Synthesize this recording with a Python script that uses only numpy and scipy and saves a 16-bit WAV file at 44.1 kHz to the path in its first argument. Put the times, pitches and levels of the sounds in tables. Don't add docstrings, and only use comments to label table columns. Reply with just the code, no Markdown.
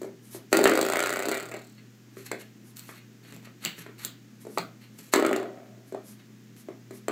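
import sys
import numpy as np
from scipy import signal
from scipy.fft import rfft, irfft
from scipy.io import wavfile

SR = 44100
rng = np.random.default_rng(int(sys.argv[2]) if len(sys.argv) > 2 else 0)


def inscribe(sig):
    pcm = np.round(np.clip(np.atleast_2d(sig).T, -1, 1) * 32767)
    wavfile.write(sys.argv[1], SR, pcm.astype(np.int16))


N = 313551

# f/Hz, level/dB, waver depth 0-1
HUM_LINES = [(120.2, -56, 0.25), (211.5, -62, 0.92), (244.5, -64, 0.35), (273.4, -73.5, 0.8)]
# f/Hz, level/dB
AIR_COLOUR = [(30, -43), (70, -26), (110, -21.5), (160, -1), (225, -1), (310, -2.5), (400, -8), (550, -19),
              (1000, -23.5), (1700, -19), (4000, -25.5), (6800, -24), (9500, -35.5), (14500, -31)]
# t/s, length/s, rasp/dB, fizz/dB
RUB_STROKES = [(0.005, 0.081, -64.5, -61), (0.494, 0.11, -51, -50), (1.765, 0.057, -60, -104),
               (2.116, 0.21, -59.5, -60.5), (2.378, 0.071, -58, -61), (2.753, 0.064, -56, -53),
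               (2.794, 0.12, -59, -62), (2.907, 0.1, -55.5, -65), (3.22, 0.12, -56, -66.5),
               (3.284, 0.13, -64, -65), (3.406, 0.076, -62, -70), (3.598, 0.093, -46.5, -57),
               (3.73, 0.13, -57, -60), (3.97, 0.09, -48, -55.5), (4.798, 0.069, -60.5, -74),
               (4.906, 0.25, -67.5, -64), (5.116, 0.035, -40, -42), (6.186, 0.034, -58.5, -83)]
# f/Hz, level/dB
RASP_COLOUR = [(300, -1), (900, 5), (1400, 10.5), (1950, 12), (2700, 11.5), (3400, 3.5), (4400, 13),
               (5200, -22), (6500, -12.5)]
FIZZ_COLOUR = [(3500, -16.5), (5500, 3), (7700, 6.5), (9500, -1.5), (12000, 7.5), (15000, -9)]
# t/s, thump/dB, knock/dB, clack/dB, tick/dB
NUDGE_BLOWS = [(0.016, -33, -39.5, -49.5, -47), (0.031, -44, -54, -49, -50), (0.044, -36, -37.5, -61, -60),
               (0.347, -35.5, -43.5, -50.5, -48), (0.519, -34.5, -40, -46, -55),
               (2.169, -39, -64, -48, -55), (2.891, -49, -48, -41.5, -58), (3.472, -51, -52, -52.5, -66),
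               (3.863, -42.5, -47.5, -43.5, -59), (4.451, -41, -48, -57, -57),
               (4.468, -36.5, -42, -54, -53), (5.923, -33.5, -41, -52, -53), (5.938, -36, -47, -65, -66),
               (5.946, -40, -32.5, -46, -55), (6.6853, -36, -41, -50, -60),
               (6.9083, -39, -46.5, -50.5, -51)]
# f/Hz, level/dB
MOUNT_COLOUR = [(60, -41), (130, -18), (240, -1.5), (380, 9.5), (510, -2), (640, -0.5), (860, -13.5),
                (1200, -14), (1600, -17), (2000, -18), (2450, -23), (2800, -31), (3600, -21), (4300, -12.5),
                (5400, -23.5), (7500, -8), (9700, -22), (14000, -22.5)]
# t/s, length/s, level/dB
SNIFF_STROKES = [(0.2, 0.15, -63), (0.295, 0.11, -50.5), (2.62, 0.13, -65), (2.85, 0.1, -58),
                 (4.39, 0.067, -60.5), (4.44, 0.23, -61), (5.85, 0.079, -67), (6.02, 0.15, -57.5),
                 (6.55, 0.095, -61), (6.91, 0.1, -59)]
# f/Hz, level/dB
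NOSE_COLOUR = [(1500, -2), (3000, -4.5), (5800, 2.5), (8500, 3), (12000, 6.5), (15000, -8)]
# t/s, thump/dB, knock/dB, clack/dB, tick/dB
CLASH_BLOWS = [(0.5283, -15, -18.5, -19.5, -18), (0.5698, -17, -32, -26, -19.5),
               (0.5900, -20.5, -19.5, -31, -33), (0.6062, -17.5, -42, -36, -42),
               (0.6403, -17, -22.5, -28, -19), (0.6555, -21.5, -17, -13.5, -32),
               (0.6705, -30, -34, -37, -38), (0.6745, -21, -27, -39, -24.5), (0.6948, -20, -28, -46, -28),
               (0.7188, -19.5, -24, -22.5, -44), (0.7538, -29, -28, -54, -29),
               (0.7745, -26.5, -22, -26, -28), (0.8125, -24, -24, -34, -23.5), (1.2435, -44, -33, -52, -62),
               (1.2700, -26, -46, -57, -62), (1.3015, -31, -50, -51, -61), (5.1595, -17, -29, -34, -25.5),
               (5.176, -20, -40, -34, -52), (5.1972, -20, -25, -33, -36), (5.2243, -24, -22.5, -28.5, -38),
               (5.2635, -25, -38, -36, -30.5), (5.2918, -28, -28, -33, -44), (5.3118, -26, -22.5, -41, -44),
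               (5.3295, -22.5, -29.5, -27.5, -34.5), (5.3618, -28.5, -26.5, -37, -33),
               (5.429, -36, -33, -46, -53), (5.4575, -34, -35.5, -48, -71)]
# f/Hz, level/dB
SPRING_COLOUR = [(60, -77), (130, -26.5), (240, -5.5), (380, 3), (490, -6), (650, -6), (930, -19),
                 (1400, -13), (1650, -19.5), (1900, -15), (2400, -20.5), (3200, -25.5), (4400, -16),
                 (5400, -27), (7700, -12), (9500, -26), (14800, -23.5)]
# t/s, swing rate/Hz
LONG_SWING_RATE = [(0.529, 23.94), (0.62, 23.63), (0.92, 28.28), (1.2, 31.08), (1.43, 37.39), (1.47, 28.96),
                   (1.51, 39.46), (1.76, 37.32)]
SHORT_SWING_RATE = [(5.399, 33.3), (5.46, 34.5), (5.86, 35)]
# t/s, boom/dB, coil rattle/dB, coil tick/dB
LONG_SWING_FORCE = [(0.529, -28.5, -29, -41), (0.62, -37, -39, -37), (0.68, -30, -40, -34),
                    (0.78, -33.5, -32.5, -34), (1.0, -34.5, -28.5, -31), (1.24, -37, -35.5, -36),
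                    (1.3, -29, -35.5, -29.5), (1.38, -41, -36.5, -39), (1.48, -46.5, -54.5, -49),
                    (1.535, -40.5, -40.5, -45), (1.58, -44, -56, -54.5), (1.66, -78, -85, -57),
                    (1.759, -76, -90, -65)]
SHORT_SWING_FORCE = [(5.399, -35, -44, -54), (5.44, -48, -53, -68), (5.512, -47, -59, -83),
                     (5.686, -60, -63.5, -77), (5.86, -58, -99, -94)]
# t/s, delay/share of a swing, back stroke level/dB
LONG_BACK_STROKE = [(0.53, .5, 0), (0.7, .46, -1), (0.87, .385, 1), (1.02, .345, 1), (1.19, .32, -3),
                    (1.25, .24, -7), (1.34, .24, -2), (1.76, .17, -3)]
SHORT_BACK_STROKE = [(5.4, .48, -5), (5.86, .45, -8)]
# t/s, f/Hz, half-width/Hz, level/dB, t60/s, struck squarely 0-1
PING_CLUSTERS = [(0.6574, 1460, 800, -43, 0.11, 1), (1.319, 2036, 906, -32, 0.35, 0.1),
                 (1.516, 2050, 974, -43.5, 0.38, 0.1), (1.539, 4230, 484, -57.5, 0.76, 0.1),
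                 (1.54, 7650, 810, -73, 1, 0), (2.3165, 554, 251, -41, 0.1, 0.8),
                 (2.316, 2003, 796, -38, 0.27, 0.6), (2.768, 14200, 1000, -51, 0.38, 0),
                 (3.659, 2910, 272, -36, 0.25, 0.5), (3.66, 14000, 2400, -47, 0.069, 0),
                 (4.051, 12600, 4960, -33, 0.079, 0.3), (4.576, 948, 390, -31.5, 0.11, 0.8),
                 (4.577, 2264, 700, -36.5, 0.17, 0.1), (4.584, 4450, 550, -38, 0.16, 0.34),
                 (5.42, 650, 150.4, -41.5, 1.0, 0.14), (5.9484, 634, 167, -41, 0.21, 0.7),
                 (6.687, 440, 234, -45, 0.2, 0.24), (6.909, 394, 162, -50.5, 0.21, 0.1)]
# t/s, thump/dB, knock/dB, clack/dB, tick/dB, rebound/dB
SLAP_BLOWS = [(2.3149, -36.5, -29, -35, -32, 5.5), (4.5746, -29, -25, -29, -43, -8),
              (5.1366, -18, -21.5, -14.5, -17, 0), (5.2483, -21, -22.5, -24.5, -37, 1),
              (7.0823, -26.5, -27.5, -29.5, -32, 7)]
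# t/s, thump/dB, knock/dB, clack/dB, tick/dB
SNAP_BLOWS = [(2.769, -69, -69, -61, -41.5), (2.794, -69, -71, -58, -38.5), (3.25, -57, -62, -55, -65),
              (3.324, -47.5, -56, -48, -49), (3.364, -48, -54, -54, -48.5), (3.428, -57, -58, -64, -63),
              (3.635, -64, -65, -65, -61), (3.6502, -41, -45, -34.5, -23), (3.659, -40, -43, -35, -31.5),
              (3.781, -43.5, -58, -46, -51), (4.0487, -45, -50, -39, -26.5), (4.5832, -37.5, -61, -58, -30),
              (4.988, -50, -58, -73, -44), (5.077, -70, -64, -74, -58), (6.565, -70, -86, -58, -56)]
# f/Hz, level/dB
CLAW_COLOUR = [(60, -72), (170, 16), (400, 6), (900, -7.5), (2300, -2), (2900, -4), (3500, -3), (4300, 2),
               (5500, -6.5), (7700, 7.5), (10000, -11), (14500, -1.5)]
BORDERS_HZ = [520, 1100, 3000]
# thump/dB, knock/dB, clack/dB, tick/dB
FREE_RETURN_DB = (-5.5, -14, -17.5, -34)
HELD_RETURN_DB = (0, -5.5, -8, -26)
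# f/Hz, level/dB, t60/s
DOOR_MODES = [(204, 1, 0.3), (243, 2, 0.35), (274.5, -2, 0.3), (328.5, 0.5, 0.35), (388, 5.5, 0.3),
              (418, -3, 0.35), (442, -1, 0.35), (522, -1, 0.25), (596, 3, 0.25), (646, -3, 0.45),
              (728, -4, 0.45), (927, 2, 0.3), (963, 2, 0.3), (1281, 0, 0.25), (1405, 5, 0.25),
              (1927, -1, 0.25)]
# f/Hz, t60/s
ROOM_T60 = [(200, 0.46), (500, 0.33), (1500, 0.3), (3000, 0.33), (8000, 0.19), (15000, 0.29)]
# f/Hz, level/dB
ROOM_WET = [(200, -5), (400, -4.5), (650, -5), (1100, -1.5), (2300, -1), (3200, 0.5), (4500, -5),
            (7000, -11), (15000, -10)]

SLIPS_PER_S = 4000
FREE_TRIP_S, HELD_TRIP_S = 0.015, 0.007
EDGE_HZ = 15700


def gain_of(db):
    return 10 ** (np.asarray(db) / 20)


def evened(x):
    return x / np.sqrt(np.mean(x ** 2) + 1e-20)


def read(points, hz):
    point_hz, value = np.transpose(points)
    return np.interp(np.log(hz + 1), np.log(point_hz + 1), value)


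def add(mix, start_s, sound):
    part = mix[max(round(start_s * SR), 0):][:len(sound)]
    part += sound[:len(part)]


def coloured(x, colour):
    hz = np.fft.rfftfreq(len(x), 1 / SR)
    return evened(irfft(rfft(x) * gain_of(read(colour, hz)), len(x)))


def wander(hz):
    lowpass = np.exp(-(np.fft.rfftfreq(N, 1 / SR) / hz) ** 2)
    return evened(irfft(rfft(rng.standard_normal(N)) * lowpass, N))


def highpassed(x, lowest_hz):
    return signal.sosfilt(signal.butter(2, lowest_hz, "highpass", fs=SR, output="sos"), x)


def strokes(rows, taper):
    level = np.zeros(N)
    for start_s, length_s, db in rows:
        swell = signal.windows.tukey(max(int(length_s * SR), 2), taper)
        add(level, start_s, gain_of(db) * swell)
    return level


def causal(log_gain):
    mirrored = np.r_[log_gain, log_gain[-2:0:-1]]
    phase = -signal.hilbert(mirrored).imag[:len(log_gain)]
    return np.exp(log_gain + 1j * phase)


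def clash(levels_db, chatter_ms, colour, loose_hz, rise_ms, evenness,
          lag_ms=0.684, lag_spread=0.36, contact_s=0.005, size=2048):
    hz, ms = np.fft.rfftfreq(size, 1 / SR), np.arange(size) * 1000 / SR
    below = [1 / (1 + (hz / border) ** 12) for border in BORDERS_HZ]
    bands = np.diff(below, axis=0, prepend=0, append=1)
    power = bands * gain_of(read(colour, hz)) ** 2
    power = gain_of(levels_db) ** 2 @ (power / power.mean(1, keepdims=True))
    log_gain = np.log(abs(power * contact_s * SR) + 1e-14) / 2
    lag = lag_ms * (1 + lag_spread * rng.uniform(-1.36, 1))
    chirp_phase = -4 * np.pi * lag * np.sqrt(hz / 1000)
    envelope = (1 - np.exp(-ms / rise_ms)) ** 2 * np.exp(-ms / chatter_ms)
    chatter = rng.standard_normal(size) * envelope
    chatter_spectrum = rfft(chatter / np.linalg.norm(chatter))
    loose = hz ** 2 / (hz ** 2 + loose_hz ** 2)
    drive = np.sqrt(1 - loose) * np.exp(1j * chirp_phase) + np.sqrt(loose) * chatter_spectrum
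    log_gain = log_gain - evenness * np.log(abs(drive) ** 2 + 0.3) / 2
    return irfft(drive * causal(log_gain))


def blows(rows, trip_s, change_db, colour, chatter_ms, loose_hz, rise_ms, evenness=0.43, count=3):
    out = np.zeros(N)
    for start_s, *levels_db in rows:
        for trip in range(count):
            trip_db = levels_db + trip * np.array(change_db)
            blow = clash(trip_db, chatter_ms, colour, loose_hz, rise_ms, evenness)
            add(out, start_s + trip * trip_s, blow)
    return out


def background(air_db=-55.5):
    t = np.arange(N) / SR
    hum = np.zeros(N)
    for hz, db, waver in HUM_LINES:
        motion = 1 + waver * (wander(7.4) + 1j * wander(5.7))
        hum += np.sqrt(2) * gain_of(db) * (np.exp(2j * np.pi * hz * t) * motion).real
    return hum + gain_of(air_db) * coloured(rng.standard_normal(N), AIR_COLOUR)


def rubbing(spread_db=2.0, rasp_db=-2, fizz_db=2.5, pressure_db=4.5, pressure_hz=45):
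    caught = rng.random(N) < SLIPS_PER_S / SR
    strength = gain_of(spread_db * np.minimum(rng.exponential(1, N), 4))
    slips = caught * rng.choice([-1, 1], N) * strength
    rasp, fizz = (strokes(np.array(RUB_STROKES)[:, [0, 1, column]], taper=0.8) for column in (2, 3))
    scrape = gain_of(rasp_db) * rasp * coloured(slips, RASP_COLOUR)
    scrape += gain_of(fizz_db) * fizz * coloured(slips, FIZZ_COLOUR)
    return scrape * gain_of(pressure_db * wander(pressure_hz))


def nudges(level_db=0.0):
    return gain_of(level_db) * blows(NUDGE_BLOWS, FREE_TRIP_S, FREE_RETURN_DB, MOUNT_COLOUR,
                                     chatter_ms=1.9, loose_hz=1380, rise_ms=1.9)


def sniffing(flutter_db=1.0, flutter_hz=60, sniff_db=4.0):
    swell = strokes(SNIFF_STROKES, taper=0.9)
    flutter = gain_of(sniff_db + flutter_db * wander(flutter_hz))
    return coloured(rng.standard_normal(N), NOSE_COLOUR) * swell * flutter


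def coil_clashes(level_db=-0.5):
    return gain_of(level_db) * blows(CLASH_BLOWS, FREE_TRIP_S, FREE_RETURN_DB, SPRING_COLOUR,
                                     chatter_ms=2.3, loose_hz=1640, rise_ms=0.47)


def swing(rate, force, back, colour, tone_db, knock_share, out_ms, back_ms, back_knock_db, uneven_db=0.43):
    t = np.arange(rate[0][0], rate[-1][0], 1 / SR)
    turns = np.cumsum(np.interp(t, *np.transpose(rate))) / SR
    force_s, *force_db = np.transpose(force)
    back_s, *back_columns = np.transpose(back)
    out, rounder_db = np.zeros(N), np.array([0, back_knock_db, 0, 0])
    for k in range(int(turns[-1]) + 1):
        out_s = np.interp(k, turns, t)
        phase, back_db = (np.interp(out_s, back_s, column) for column in back_columns)
        pair = (k, -rounder_db, out_ms), (k + phase, back_db + rounder_db, back_ms)
        for turn, stroke_db, chatter_ms in pair:
            start_s = np.interp(turn, turns, t)
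            boom, rattle, tick = (np.interp(start_s, force_s, db) for db in force_db)
            knock = knock_share * boom + (1 - knock_share) * rattle
            levels_db = np.array([boom, knock, rattle, tick]) + tone_db + stroke_db
            levels_db = levels_db + uneven_db * rng.standard_normal(4)
            add(out, start_s, clash(levels_db, chatter_ms, colour, loose_hz=1700, rise_ms=0.48, evenness=0))
    return out


def twangs():
    long = swing(LONG_SWING_RATE, LONG_SWING_FORCE, LONG_BACK_STROKE, SPRING_COLOUR,
                 tone_db=(0, 1.8, 0.0, 0.57), knock_share=0.53, out_ms=2.1, back_ms=1.1, back_knock_db=2.0)
    short = swing(SHORT_SWING_RATE, SHORT_SWING_FORCE, SHORT_BACK_STROKE, MOUNT_COLOUR,
                  tone_db=(0.025, 0.5, 0.31, 0.0), knock_share=0.93, out_ms=2.1, back_ms=1.5, back_knock_db=1.5)
    return long + short


def pings(lowest_hz=260, count=40):
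    out, t = np.zeros(N), np.arange(SR * 3 // 4) / SR
    for start_s, hz, half_width_hz, db, t60_s, struck in PING_CLUSTERS:
        up, down, phase = rng.random(size=(3, count, 1))
        mode_hz = hz + half_width_hz * (up - down)
        start_turns = (phase - .5) * (1 - struck)
        cluster = np.sin(2 * np.pi * (mode_hz * t + start_turns)).sum(0)
        add(out, start_s, gain_of(db - 60 * t / t60_s) * evened(cluster))
    return highpassed(out, lowest_hz)


def base_slaps(level_db=-1.5):
    out = np.zeros(N)
    for *row, rebound_db in SLAP_BLOWS:
        out += blows([row], FREE_TRIP_S, np.add(FREE_RETURN_DB, rebound_db), MOUNT_COLOUR,
                     chatter_ms=1.5, loose_hz=1500, rise_ms=1.4, evenness=0.25)
    return gain_of(level_db) * out


def claw_snaps(level_db=-0.5):
    return gain_of(level_db) * blows(SNAP_BLOWS, HELD_TRIP_S, HELD_RETURN_DB, CLAW_COLOUR,
                                     chatter_ms=0.8, loose_hz=1990, rise_ms=0.25)


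def door(x, ring_db, lowest_hz=110):
    t = np.arange(SR) / SR
    ring = np.zeros(SR)
    for hz, db, t60_s in DOOR_MODES:
        unit_peak = 2 * np.log(1000) / (t60_s * SR)
        ring += gain_of(db - 60 * t / t60_s) * np.cos(2 * np.pi * hz * t) * unit_peak
    return highpassed(x + gain_of(ring_db) * signal.fftconvolve(x, ring)[:N], lowest_hz)


def room(x, wet_db, first_s=.004, shift_hz=1.9, count=4, size=512):
    out = x.copy()
    for k in range(count):
        hz, t, z = signal.stft(rng.standard_normal(SR), SR, nperseg=size)
        z = z * gain_of(-60 * t / read(ROOM_T60, hz)[:, None])
        z = z / np.linalg.norm(z, axis=1, keepdims=True) * np.sqrt(3) / size
        diffuse = signal.istft(z * gain_of(read(ROOM_WET, hz)[:, None]), SR, nperseg=size)[1]
        tail = np.r_[np.zeros(int(first_s * SR)), diffuse]
        share = np.maximum(np.cos(2 * np.pi * (shift_hz * np.arange(N) / SR + k / count)), 0)
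        out += gain_of(wet_db) * signal.fftconvolve(x * share, tail)[:N]
    return out


def ports(x, lean_db=-22, lean_hz=300):
    octaves = np.log2((np.fft.rfftfreq(N, 1 / SR) + 1) / lean_hz)
    side = gain_of(lean_db) * irfft(rfft(x) * np.exp(-2 * octaves ** 2), N)
    return np.array([x + side, x - side])


def scene():
    spring = door(twangs() + coil_clashes(), ring_db=-5.5)
    slaps = door(base_slaps(), ring_db=-8)
    bumps = door(nudges(), ring_db=-10.5)
    near = room(spring + slaps + rubbing() + sniffing(), wet_db=1.2)
    touches = room(bumps + claw_snaps(), wet_db=2.0)
    return ports(near + touches + pings() + background())


def record(dry, ceiling=0.68):
    rounded = dry / (1 + (dry / ceiling) ** 4) ** (1 / 4)
    lowpass = signal.firwin(161, EDGE_HZ, window=("kaiser", 9), fs=SR)
    return signal.oaconvolve(rounded, lowpass[None], "same")


dry = scene()
out = record(dry)
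inscribe(out)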